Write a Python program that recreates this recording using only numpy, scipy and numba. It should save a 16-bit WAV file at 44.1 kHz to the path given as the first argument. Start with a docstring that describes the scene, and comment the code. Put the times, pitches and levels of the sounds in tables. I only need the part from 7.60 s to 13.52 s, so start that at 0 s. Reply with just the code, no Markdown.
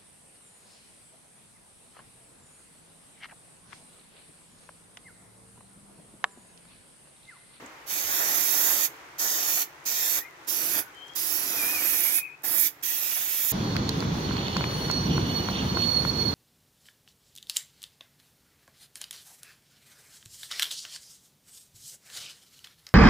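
"""In a small room, an aerosol cleaner is sprayed onto a circuit board in seven bursts, close to a phone.
Filtered noise forms the nozzle hiss, the rush over the parts, the slot tone and the rumble; two resonances drone.
Moving echoes comb the spray. Damped resonances tick and bump as the button, can and hands move.
Thin gliding tones whistle between and during bursts, perhaps a bird outside.
Soft coloured noise, a low hum and a faint fizz from the wet board lie beneath."""
import sys
import numpy as np
from scipy import signal
from scipy.fft import rfft, irfft
from scipy.io import wavfile
from scipy.ndimage import map_coordinates
from numba import njit

SR = 44100
rng = np.random.default_rng(int(sys.argv[2]) if len(sys.argv) > 2 else 0)


def store_pcm(level_fs):
    """Save levels as 16-bit WAV."""
    pcm = np.round(np.clip(level_fs, -1, 1) * 32767).astype(np.int16)
    wavfile.write(sys.argv[1], SR, np.atleast_2d(pcm).T)


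N = 261072
TIME = np.arange(N) / SR  # [s]
FREQ = np.maximum(np.arange(N // 2 + 1) * SR / N, 1)  # [Hz]

# Button strokes; levels (before the layer trims in spray) and pitches are those at mid-stroke:
# (opens [s], closes [s], rise time [s], fall time constant [s], nozzle hiss [dB], hiss swell over the stroke [dB],
#  rush on the board [dB], rush swell [dB], hollow tone of the slots [dB], slots swell [dB], rumble [dB],
#  drone of the board [dB], hiss left minus right [dB], hiss centre [Hz], hiss glide over the stroke [Hz],
#  rush centre [Hz], slots centre [Hz])
STROKES = [(0.26, 1.256, 0.05, 0.013, -29.5, 6, -31, 6, -45.5, 4, -51.5, -55.5, 0.4, 12730, 600, 6300, 2130),
           (1.58, 2.026, 0.021, 0.015, -28.5, 2.5, -29.5, -2.5, -49, 8, -45, -51, 4, 12550, -800, 6100, 2750),
           (2.251, 2.587, 0.015, 0.017, -29, 3, -30.5, -3.5, -47, 3, -49.5, -55.5, 2, 13200, -1200, 6050, 2300),
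           (2.869, 3.197, 0.018, 0.017, -30, 2.5, -34, -1.5, -49, 4.5, -52.5, -49.5, -1.5, 11700, -400, 5300, 2620),
           (3.551, 4.589, 0.0097, 0.014, -29, 3.5, -35, -2, -47.5, 6, -57, -53, -1.5, 11350, -500, 5400, 2530),
           (4.833, 5.073, 0.011, 0.015, -30.5, -0.5, -37, 6, -48, 9.5, -54.5, -52, -2, 12600, -300, 5070, 1950),
           (5.224, 6.02, 0.012, 0.014, -28.5, 2.5, -36.5, 0, -48, -1.5, -54.5, -55.5, 1.5, 12500, 0, 6300, 2690)]
# Colour of the spray: (frequency [Hz], left gain [dB], right gain [dB])
SPRAY_COLOUR = [(131, -22.5, -41), (322, -16.5, -21), (693, -7, -12.5), (1095, -11, -14.5),
                (1830, -3.5, -5), (3880, -6, -5.5), (4830, -12, -10), (6140, -20, -7), (8230, -33, -9.5),
                (9420, -34.5, -14), (11080, -20.5, -5.5), (11600, -29, -3), (12150, -15.5, -7),
                (15400, -11.5, -2.5)]
# The jet crosses a hollow between the parts and the rumble surges: (time [s], lift [dB], half length to 1/e [s])
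RUMBLE_SURGES = [(0.669, 10, 0.23), (1.075, 10.5, 0.15), (2.586, 5, 0.028), (3.04, 5.5, 0.084),
                 (3.193, 11, 0.062), (4.1, 12, 0.45), (4.894, 5.5, 0.11), (5.5, 1, 0.037)]
# The nozzle swings and the hiss flares towards the phone or dips: (time [s], lift [dB], half length to 1/e [s])
HISS_FLARES = [(0.95, 3.5, 0.13), (2.51, 2.5, 0.029), (3.575, -2, 0.0069), (4.56, 4, 0.022),
               (4.99, 4.5, 0.098), (5.248, -2, 0.0095)]
# Path difference between the microphone ports: (time [s], later arrival at the right port [s])
PORT_LAGS = [(.3, 0.00026), (2.5, 0.00024), (3.6, 0.00019), (5.9, 0.000023)]
# Ticks of the button and can, before panning:
# (time [s], level [dB], ring [Hz], t60 [s], half-width as a share of the ring frequency [0-1])
BUTTON_TICKS = [(.061, -49, 6900, 0.027, 0.15), (1.364, -57, 8000, 0.02, 0.5),
                (2.160, -66, 7000, 0.015, 0.5), (2.242, -57, 7000, 0.02, 0.46),
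                (2.710, -58, 7000, 0.015, 0.5), (2.848, -57, 5600, 0.028, 0.3),
                (2.880, -35, 11100, 0.0089, 0.4), (3.348, -56, 6000, 0.011, 0.6),
                (3.470, -63, 10500, 0.04, 0.4), (3.480, -55, 5600, 0.063, 0.28),
                (3.536, -45, 5000, 0.0079, 0.2), (4.821, -57, 8700, 0.025, 0.6),
                (5.213, -56, 5140, 0.019, 0.3)]
# Soft handling bumps: (time [s], level [dB], ring [Hz], t60 [s], half-width as a share of the ring frequency [0-1])
HANDLING_BUMPS = [(.022, -44.5, 272, 0.3, 0.77), (.44, -54, 64, 0.45, 0.49)]
# Whistles, before panning: (airy share [0-1], drift rate of the air [1/s], path of (time [s], pitch [Hz], level [dB]))
WHISTLE_PATHS = [(0.66, 200, [(2.595, 1790, -44), (2.635, 1940, -42.5), (2.665, 2120, -46),
                 (2.71, 2080, -56), (2.78, 1700, -63)]), (0.8, 170, [(2.61, 2500, -61), (2.652, 2430, -50),
                 (2.69, 2400, -64)]), (0.46, 230, [(3.20, 1480, -53), (3.30, 1494, -54),
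                 (3.43, 1530, -68)]), (0.049, 380, [(3.33, 3070, -61), (3.38, 3135, -48), (3.40, 3120, -48),
                 (3.425, 3150, -45.5), (3.485, 3200, -54), (3.50, 3220, -41), (3.515, 3240, -54),
                 (3.565, 3260, -54)]), (0.25, 220, [(3.90, 2560, -52), (3.965, 2535, -45),
                 (3.995, 2440, -37), (4.04, 2365, -33), (4.065, 2385, -37), (4.09, 2460, -35),
                 (4.122, 2530, -42), (4.155, 2475, -33), (4.20, 2270, -38), (4.24, 2140, -46)]),
                 (0.95, 420, [(4.21, 2480, -40), (4.35, 2350, -48.5), (4.47, 2295, -39.5),
                 (4.57, 2280, -50), (4.68, 2320, -48), (4.76, 2330, -60)]), (0.27, 190, [(4.53, 2440, -50),
                 (4.578, 2565, -37), (4.603, 2470, -39.5), (4.65, 2532, -38.5), (4.70, 2484, -44.5),
                 (4.75, 2545, -49), (4.77, 2520, -62), (4.89, 2540, -62)])]
# Colour of the room noise: (frequency [Hz], left gain [dB], right gain [dB])
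ROOM_COLOUR = [(25, -33, -22), (65, -6.5, -6), (195, -22, -43), (293, -2.5, 0.5), (610, -4, -7),
               (910, 1, -2.5), (2140, -4.5, -2), (3160, -9, -17), (6300, -24.5, -13.5), (9700, -62, -22.5),
               (11900, -48, -20.5), (15600, -52, -27)]
# Room noise before a -2 dB trim: (time [s], level [dB])
ROOM_NOISE_LEVEL = [(0, -44), (.2, -46), (1.33, -44.5), (1.41, -45), (1.55, -46.5), (2.2, -47),
                    (2.76, -48.5), (2.83, -46), (3.3, -47.5), (3.52, -47.5), (4.2, -44), (4.75, -53),
                    (5.2, -51), (5.92, -53.5)]

# The hand is never quite still: drift rate [1/s] and spread of the two centres [Hz]
WANDER_PER_S, HISS_WANDER_HZ, RUSH_WANDER_HZ = 11, 250, 130
# Over each stroke the hand closes in: the rush rises and the slots sink in pitch
RUSH_GLIDE_HZ, SLOTS_GLIDE_HZ = 500, -250
SHIMMER_DB, SHIMMER_PER_S, SHIMMER_BAND_HZ = 1.6, 30, 550
# Resonance widths here are half-widths at -6 dB
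DRONE_HZ, DRONE_WIDTH_HZ = 316, 51
BODY_HZ, BODY_WIDTH_HZ, BODY_DB = 137, 146, -8  # deep body of the drone, level relative to its main ring
DRONE_SURGE_SHARE = 0.81  # how much of a surge, in dB, reaches the drone
WHISTLE_WAVER_HZ, WHISTLE_WAVER_PER_S, WHISTLE_FLUTTER_DB = 7, 90, 1.2
WHISTLE_EDGE_S = 0.016
HUM_HZ, HUM_WIDTH_HZ, HUM_DB = 141, 35, -68
FIZZ_DB, FIZZ_DRY_DB_PER_S = -82, 26  # before panning; the fizz weakens as the board dries after each burst
ROOM_T60_S, ROOM_DB = 0.24, -20.5
TOP_HZ = 15800


def spray(flutter_db=0.08, spit_db=0.5, churn_db=1.8, sway_db=0.9):
    """Turbulence: gas hisses at the nozzle, rushes over the parts, blows across the slots and rumbles on the board."""
    _, place, settings = strokes()
    (hiss_db, hiss_swell, rush_db, rush_swell, slots_db, slots_swell, rumble_db, drone_db, aim_db,
     hiss_hz, hiss_glide_hz, rush_hz, slots_hz) = settings
    surge_db = bumps(RUMBLE_SURGES)
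    hiss_hz = hiss_hz + hiss_glide_hz * place + HISS_WANDER_HZ * walk(WANDER_PER_S)
    rush_hz = rush_hz + RUSH_GLIDE_HZ * place + RUSH_WANDER_HZ * walk(WANDER_PER_S)
    slots_hz = slots_hz + SLOTS_GLIDE_HZ * place
    hiss_db = hiss_db + hiss_swell * place + bumps(HISS_FLARES) + sway_db * walk(WANDER_PER_S)

    lag_s, = curves(PORT_LAGS)
    left, right = stereo_noise(600, shared=.45)
    combed = np.array([near_surfaces(left), near_surfaces(delay(right, lag_s))])
    gas = rfft(colour(combed, SPRAY_COLOUR))
    # differences of low-pass gains leave four adjoining bands
    bands = np.diff([below(143), below(1770), below(4710), below(7700), np.ones_like(FREQ)], axis=0)
    rumble, slots, rush, hiss = (irfft(gas * band, N) for band in bands)

    hiss = brighten(shimmer(hiss), hiss_hz, width_hz=4200, gain=1.64)
    hiss = hiss * undb(hiss_db + 3.5) * pan(aim_db)
    # droplets make the impact more ragged than the nozzle
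    spit = spit_db * walk(220)
    rush = brighten(rush, rush_hz, width_hz=1700, gain=1.0)
    rush = rush * undb(rush_db + rush_swell * place - 1.5 + spit)
    slots = brighten(slots, slots_hz, width_hz=790, gain=1.0)
    slots = slots * undb(slots_db + slots_swell * place + 6.0 + spit)
    rumble = unit(rumble) * undb(rumble_db + surge_db + 4.5 + churn_db * walk(60))

    body = narrow_noise(BODY_HZ, BODY_WIDTH_HZ) * undb(BODY_DB)
    drone = narrow_noise(DRONE_HZ, DRONE_WIDTH_HZ) + body
    drone = drone * undb(drone_db + DRONE_SURGE_SHARE * surge_db - 4.0)
    return (hiss + rush + slots + rumble + drone) * valve() * undb(flutter_db * walk(120))


def valve(spurt=0.3, spurt_s=0.0014):
    """Flow control: each opening ramps up with a slight early spurt, then decays as the nozzle empties."""
    flow = 0
    for on, off, rise, fall, *_ in STROKES:
        age = np.maximum(TIME - on, 0)
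        opening = np.clip(age / rise, 0, 1) * (1 + spurt * np.exp(-age / spurt_s))
        flow = flow + opening * np.exp(-np.maximum(TIME - off, 0) / fall)
    return flow


def strokes():
    """Timing: seconds since closing (0 until then), place in the stroke (-.5 to .5), settings of the latest stroke."""
    rows = np.array(STROKES)
    latest = np.maximum(np.searchsorted(rows[:, 0], TIME) - 1, 0)
    on, off, rise, fall, *settings = rows[latest].T
    place = np.clip((TIME - on) / (off - on), 0, 1) - .5
    return np.maximum(TIME - off, 0), place, settings


def near_surfaces(x, echo_gain=0.34, echo_fade_s=0.0056):
    """Comb filtering: echoes from board, can, hand and bench vary in strength and carve uneven hollows."""
    lags_s = (.00058, .00085, .00115, .0016, .0021, .0027, .0035, .0046)
    treble = irfft(rfft(x) * (1 - below(1540)), N)  # small surfaces reflect only short waves
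    echoes = 0
    for lag in lags_s:
        echo = (.6 + .8 * walk(11)) * delay(treble, lag + .00003 * walk(4))
        echoes = echoes + np.exp((lags_s[0] - lag) / echo_fade_s) * echo
    return x + echo_gain * echoes


def shimmer(hiss):
    """Independent band modulation: each narrow band at the top of the hiss swells and sinks by itself."""
    spectrum, out = rfft(hiss), hiss
    for hz in np.arange(10500, TOP_HZ, SHIMMER_BAND_HZ):
        triangle = np.maximum(1 - np.abs(FREQ - hz) / SHIMMER_BAND_HZ, 0)
        band = irfft(spectrum * triangle, N)
        out = out + band * (undb(SHIMMER_DB * walk(SHIMMER_PER_S)) - 1)
    return out


def brighten(pair, hz, width_hz, gain):
    """Cavity resonance: gaps between the parts pick out a band that moves with the aim; rms is set to 1."""
    return unit(pair + gain * np.array([resonance(x, hz, float(width_hz)) for x in pair]))


@njit
def resonance(x, hz, width):
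    """Second-order resonance: a state-variable band-pass with a moving centre."""
    y, band, low = np.empty(len(x)), 0., 0.
    for i in range(len(x)):
        g, damping = np.tan(np.pi * hz[i] / SR), width / hz[i]
        v = (band + g * (x[i] - low)) / (1 + g * (g + damping))
        band, low, y[i] = 2 * v - band, low + 2 * g * v, damping * v
    return y


def knocks(rows):
    """Damped resonance: brief noisy blows decay exponentially; a hard click is wide, a soft one narrow."""
    out = 0
    for s, db, hz, t60, width in rows:
        decay = (TIME >= s) * np.exp(-np.log(1000) * np.maximum(TIME - s, 0) / t60)
        out = out + narrow_noise(hz, width * hz) * undb(db) * decay
    return out


def whistles():
    """Frequency modulation: thin gliding tones waver and flutter; part of each is a band of air around the pitch."""
    out = 0
    waver_hz = WHISTLE_WAVER_HZ * walk(WHISTLE_WAVER_PER_S)
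    flutter_db = WHISTLE_FLUTTER_DB * walk(WHISTLE_WAVER_PER_S)
    for airy, air_rate, path in WHISTLE_PATHS:
        hz, db = curves(path)
        air = (walk(air_rate) + 1j * walk(air_rate)) / np.sqrt(2)
        to_edge_s = np.minimum(TIME - path[0][0], path[-1][0] - TIME)
        shape = np.clip(to_edge_s / WHISTLE_EDGE_S, 0, 1)
        carrier = np.exp(2j * np.pi * np.cumsum(hz + waver_hz) / SR)
        tone = (np.sqrt(1 - airy) + np.sqrt(airy) * air) * carrier
        out = out + shape * undb(db + flutter_db) * tone.real
    return out * pan(11.6)


def room_noise(grain_db=3):
    """Noise superposition: a soft wash of changing level, a low hum and the fine fizz of cleaner boiling off."""
    wash_db, = curves(ROOM_NOISE_LEVEL)
    wash = unit(colour(stereo_noise(640), ROOM_COLOUR)) * undb(wash_db - 2.0)
    drying_s, _, _ = strokes()
    fizz_db = FIZZ_DB - FIZZ_DRY_DB_PER_S * drying_s + grain_db * walk(1300)
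    fizz = np.array([narrow_noise(11500, 3000) for _ in range(2)]) * undb(fizz_db) * pan(-9.0)
    return wash + fizz + narrow_noise(HUM_HZ, HUM_WIDTH_HZ) * undb(HUM_DB)


def room(x, wet_db):
    """Diffuse reverberation: convolution with decaying noise, different in each channel."""
    t = TIME[:SR]
    tail = rng.standard_normal((2, SR)) * np.exp(-np.log(1000) * t / ROOM_T60_S) * (t > .005)
    tail = unit(tail) / np.sqrt(SR)
    return x + undb(wet_db) * signal.fftconvolve(x, tail, axes=1)[:, :N]


def stereo_noise(alike_hz, shared=0):
    """Interchannel coherence: two noises nearly alike in the bass keep only a share in common above."""
    mid, side = rfft(rng.standard_normal((2, N)))
    alike = shared + (.88 - shared) / (1 + (FREQ / alike_hz) ** 4)
    return irfft(mid * np.sqrt(1 + alike) + np.array([[1], [-1]]) * side * np.sqrt(1 - alike), N)


def narrow_noise(hz, width):
    """Resonant filtering: noise in one band with steep skirts, half-width given at -6 dB, rms 1."""
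    gain = 1 / (1 + ((FREQ / hz - hz / FREQ) * hz / (2 * width)) ** 2)
    return unit(irfft(rfft(rng.standard_normal(N)) * gain, N))


def colour(x, table):
    """Spectral shaping: each channel takes gains joined by straight lines in dB over log frequency."""
    hz, *sides = np.transpose(table)
    gains = undb([np.interp(np.log(FREQ), np.log(hz), db) for db in sides])
    return irfft(rfft(x) * gains, N)


def below(hz):
    """Band splitting: the gain of a steep low-pass."""
    return 1 / (1 + (FREQ / hz) ** 8)


def delay(x, lag_s):
    """Propagation delay: read a sound through a moving lag."""
    return map_coordinates(x, [np.arange(N) - lag_s * SR], order=3, mode="wrap")


def walk(rate):
    """Random modulation: smooth drift through `rate` random knots a second, with a spread near 1."""
    knots = rng.standard_normal(4096)
    return map_coordinates(knots, [TIME * rate], order=2, mode="wrap")


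def bumps(rows):
    """Gaussian envelopes: smooth passing changes in level, in dB."""
    return sum(db * np.exp(-((TIME - s) / half_s) ** 2) for s, db, half_s in rows)


def curves(rows):
    """Linear interpolation: each column of a table of times, joined by straight lines."""
    s, *columns = np.transpose(rows)
    return [np.interp(TIME, s, c) for c in columns]


def pan(db):
    """Interchannel level difference: left and right gains for left minus right in dB."""
    return undb(np.array([[.5], [-.5]]) * db)


def undb(db):
    """Logarithmic level: decibels to amplitude gain."""
    return 10 ** (np.asarray(db) / 20)


def unit(x):
    """Normalization: scale to rms 1."""
    return x / np.sqrt(np.mean(x ** 2))


def scene():
    """Superposition: the can and hand are near; the whistles are further off and wetter."""
    near = spray() + knocks(BUTTON_TICKS) * pan(-16.5) + knocks(HANDLING_BUMPS)
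    far = room(whistles(), wet_db=-12)
    return room(near, ROOM_DB) + far + room_noise()


def record(dry):
    """Band limiting: the phone drops the deepest bass and cuts the top steeply."""
    lean = signal.sosfilt(signal.butter(2, 35, "high", fs=SR, output="sos"), dry)
    return signal.sosfilt(signal.ellip(12, .2, 75, TOP_HZ, fs=SR, output="sos"), lean)


dry = scene()
out = record(dry)
store_pcm(out)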